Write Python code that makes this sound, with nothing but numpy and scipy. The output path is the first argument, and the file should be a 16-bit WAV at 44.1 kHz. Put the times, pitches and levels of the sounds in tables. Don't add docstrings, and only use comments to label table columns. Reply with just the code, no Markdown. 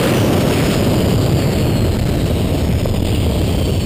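import sys
import numpy as np
from scipy import signal
from scipy.fft import rfft, irfft, next_fast_len
from scipy.io import wavfile
from scipy.ndimage import uniform_filter1d

SR = 44100
rng = np.random.default_rng(int(sys.argv[2]) if len(sys.argv) > 2 else 0)


def put_to_file(sound):
    columns = np.atleast_2d(sound).T
    safe = np.clip(columns, -1, 1)
    whole_steps = np.round(safe * 32767)
    wavfile.write(sys.argv[1], SR, whole_steps.astype(np.int16))


N = 169785
CAMERA_SR = 12000


def amp(db):
    return 10 ** (np.asarray(db) / 20)


def rms_one(x):
    return x / np.sqrt(np.mean(x ** 2) + 1e-20)


def in_time(rows):
    times, *columns = np.transpose(rows)
    return [np.interp(np.arange(N) / SR, times, column) for column in columns]


def drift(corner_hz):
    pole = np.exp(-2 * np.pi * corner_hz * 20 / SR)
    noise = rng.standard_normal(N // 20 + 2002)
    slow = signal.lfilter([1], [1, -2 * pole, pole ** 2], noise)[2000:]
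    return np.interp(np.arange(N) / 20, np.arange(len(slow)), rms_one(slow))


def turbulence(spectrum, gust_db, gust_hz, flicker_db):
    hz, db = np.transpose(spectrum)
    size = next_fast_len(N)
    bin_hz = np.maximum(np.arange(size // 2 + 1) * SR / size, 1)
    colour_db = np.interp(np.log(bin_hz), np.log(hz), db, left=-80, right=-80)
    shaped = rfft(rng.standard_normal(size)) * amp(colour_db)
    place = 2 * np.log2(bin_hz)
    first, last = int(2 * np.log2(hz[0])) - 1, int(2 * np.log2(hz[-1])) + 2
    out = 0
    for k in range(first, last + 1):
        overlap = np.clip(1 - abs(place - k), 0, 1)
        band = irfft(shaped * overlap, size)[:N]
        out = out + band * amp(flicker_db * drift(4))
    return rms_one(out * amp(gust_db * drift(gust_hz)))


def slowed(x):
    slowing = .11
    speed = np.exp(-slowing * np.arange(N) / SR)
    return np.interp(np.cumsum(speed), np.arange(N), x)


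def wind_buffeting():
    # (frequency [Hz], level per Hz [dB])
    buffet_colour = [(50, -23), (85, -3.5), (125, 0.5), (160, -4), (210, -9), (300, -13.5), (450, -32)]
    return slowed(turbulence(buffet_colour, gust_db=1.0, gust_hz=12, flicker_db=0.93))


def wind_swell():
    # (frequency [Hz], level per Hz [dB])
    swell_colour = [(12, 0.5), (25, -2), (45, -5.5), (70, -9), (110, -11), (150, -24)]
    return turbulence(swell_colour, gust_db=1.6, gust_hz=1, flicker_db=1.8)


def low_roar():
    # (frequency [Hz], level per Hz [dB])
    roar_colour = [(80, -12), (150, 1.5), (250, 2), (400, -1.5), (620, -5), (800, -14.5), (1100, -20.5),
                   (1600, -27.5)]
    return turbulence(roar_colour, gust_db=1.5, gust_hz=75, flicker_db=0.88)


def blade_whine():
    # (time [s], frequency [Hz])
    spool = [(0, 6130), (.1, 5950), (.35, 5540), (.72, 5110), (1.15, 4810), (1.45, 4565), (1.95, 4130),
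             (2.5, 3730), (2.83, 3540), (3.3, 3287), (3.85, 3042)]
    row_ratios = [1, 1.452, 1.772]
    # (time [s], first row level [dB], second row level [dB], third row level [dB],
    #                   first halo level [dB], second halo level [dB])
    whine_levels = [(0, -48, -60, -60, -56, -60), (.17, -27, -60, -60, -44, -60),
                    (.4, -44, -60, -60, -34, -60), (.68, -39, -60, -60, -35, -60),
                    (.85, -41, -60, -60, -36, -60), (1.2, -48, -60, -60, -34, -60),
                    (1.45, -41, -60, -60, -34.5, -60), (1.85, -35, -60, -60, -48, -60),
                    (1.97, -46, -58, -60, -40, -60), (2.05, -54, -48, -49, -38, -51),
                    (2.5, -56, -49, -60, -42, -49), (2.75, -57, -41, -60, -44, -41),
                    (2.88, -46, -42, -62, -45, -48), (3.1, -43, -45, -62, -39.5, -40),
                    (3.4, -45, -48, -47, -39, -51), (3.65, -35, -41.5, -46, -39, -42),
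                    (3.85, -60, -43, -44, -61, -39)]
    wander_hz, flutter_db, halo_hz = 13, 1.5, 220

    first_row_hz, = in_time(spool)
    levels = in_time(whine_levels)
    out = 0
    for row, ratio in enumerate(row_ratios):
        row_hz = ratio * first_row_hz + wander_hz * drift(36)
        phase = 2 * np.pi * np.cumsum(row_hz) / SR
        tone_db = levels[row] + flutter_db * drift(6)
        out = out + np.sqrt(2) * amp(tone_db) * np.sin(phase)
        if row < 2:
            halo = drift(halo_hz) * np.sin(phase) + drift(halo_hz) * np.cos(phase)
            out = out + amp(levels[3 + row]) * halo
    return out


def chassis_thumps():
    # (time [s], peak level [dB])
    thump_hits = [(2.856, -5), (3.321, -12.5)]
    ring_hz, hold_s, t60_s = 540, .0035, .006
    out, t = np.zeros(N), np.arange(2000) / SR
    fall_db = 60 * np.maximum(t - hold_s, 0) / t60_s
    for start_s, peak_db in thump_hits:
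        start = int(start_s * SR)
        out[start:start + len(t)] += amp(peak_db - fall_db) * np.sin(2 * np.pi * ring_hz * t)
    return out


def intake_hiss():
    # (frequency [Hz], level per Hz [dB])
    hiss_colour = [(1500, -12), (2000, -7.5), (2400, -5.5), (3000, -2), (3400, -7.5), (3800, -10.5),
                   (4500, -9.5), (5200, -9.5), (5700, -26), (6300, -16)]
    return turbulence(hiss_colour, gust_db=0.0, gust_hz=37, flicker_db=1.9)


def air_rush():
    # (frequency [Hz], level per Hz [dB])
    rush_colour = [(600, -14), (900, -8.5), (1300, -2), (1900, -6.5), (3500, -10), (5500, -12), (6300, -11)]
    return turbulence(rush_colour, gust_db=2.5, gust_hz=45, flicker_db=0.8)


def scene():
    # (time [s], slow buffeting level [dB], buffeting level [dB],
    #                            roar level [dB], air rush level [dB], intake hiss level [dB])
    run_levels = [(0, -25, -18, -12.5, -21.5, -26), (.3, -18.5, -14, -12, -27.5, -28),
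                  (.7, -15.5, -14.5, -13.5, -30.5, -27), (1.2, -12, -13.5, -15, -33.5, -29),
                  (1.7, -12.5, -12.5, -17, -38, -30.5), (2.05, -8.5, -12.5, -19.5, -35, -32),
                  (2.4, -17.5, -14, -19.5, -43, -32), (2.75, -11.5, -13.5, -20.5, -39, -33.5),
                  (3.1, -14.5, -13.5, -19, -53, -30.5), (3.45, -16, -13, -18.5, -64, -30.5),
                  (3.85, -13, -13, -23, -58, -35)]
    swell_db, buffet_db, roar_db, rush_db, hiss_db = in_time(run_levels)
    wind = amp(buffet_db) * wind_buffeting() + amp(swell_db) * wind_swell()
    roar = amp(roar_db) * low_roar()
    hiss = amp(hiss_db) * intake_hiss()
    rush = amp(rush_db) * air_rush()
    return (wind + roar + blade_whine() + chassis_thumps() + hiss + rush)[None]


def overload(x):
    ceiling, knee, leak = 0.4, 1.71, 0.23
    return x / (1 + abs(x / ceiling) ** knee) ** (1 / knee) + leak * x


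def leveller(x):
    window_s, share, aim_db = 0.029, 0.27, -15
    power = uniform_filter1d(x ** 2, int(window_s * CAMERA_SR))
    level_db = 10 * np.log10(np.maximum(power, 1e-6))
    return x * amp(share * (aim_db - level_db))


def record(dry):
    anti_alias = signal.butter(6, 5590, fs=SR, output="sos")
    x = signal.sosfilt(anti_alias, dry[0])
    x = overload(signal.resample_poly(x, 40, 147))
    for cut_hz in (61, 48):
        bass_cut = signal.butter(1, cut_hz, "high", fs=CAMERA_SR, output="sos")
        x = signal.sosfilt(bass_cut, x)
    x = amp(0.5) * leveller(x)
    held = np.repeat(x, 4)
    held = signal.resample_poly(held, 147, 160)[:N]
    held = np.pad(held, (0, N - len(held)))
    treble_cut = signal.ellip(14, .5, 60, 15300, fs=SR, output="sos")
    return signal.sosfilt(treble_cut, held)[None]


dry = scene()
out = record(dry)
put_to_file(out)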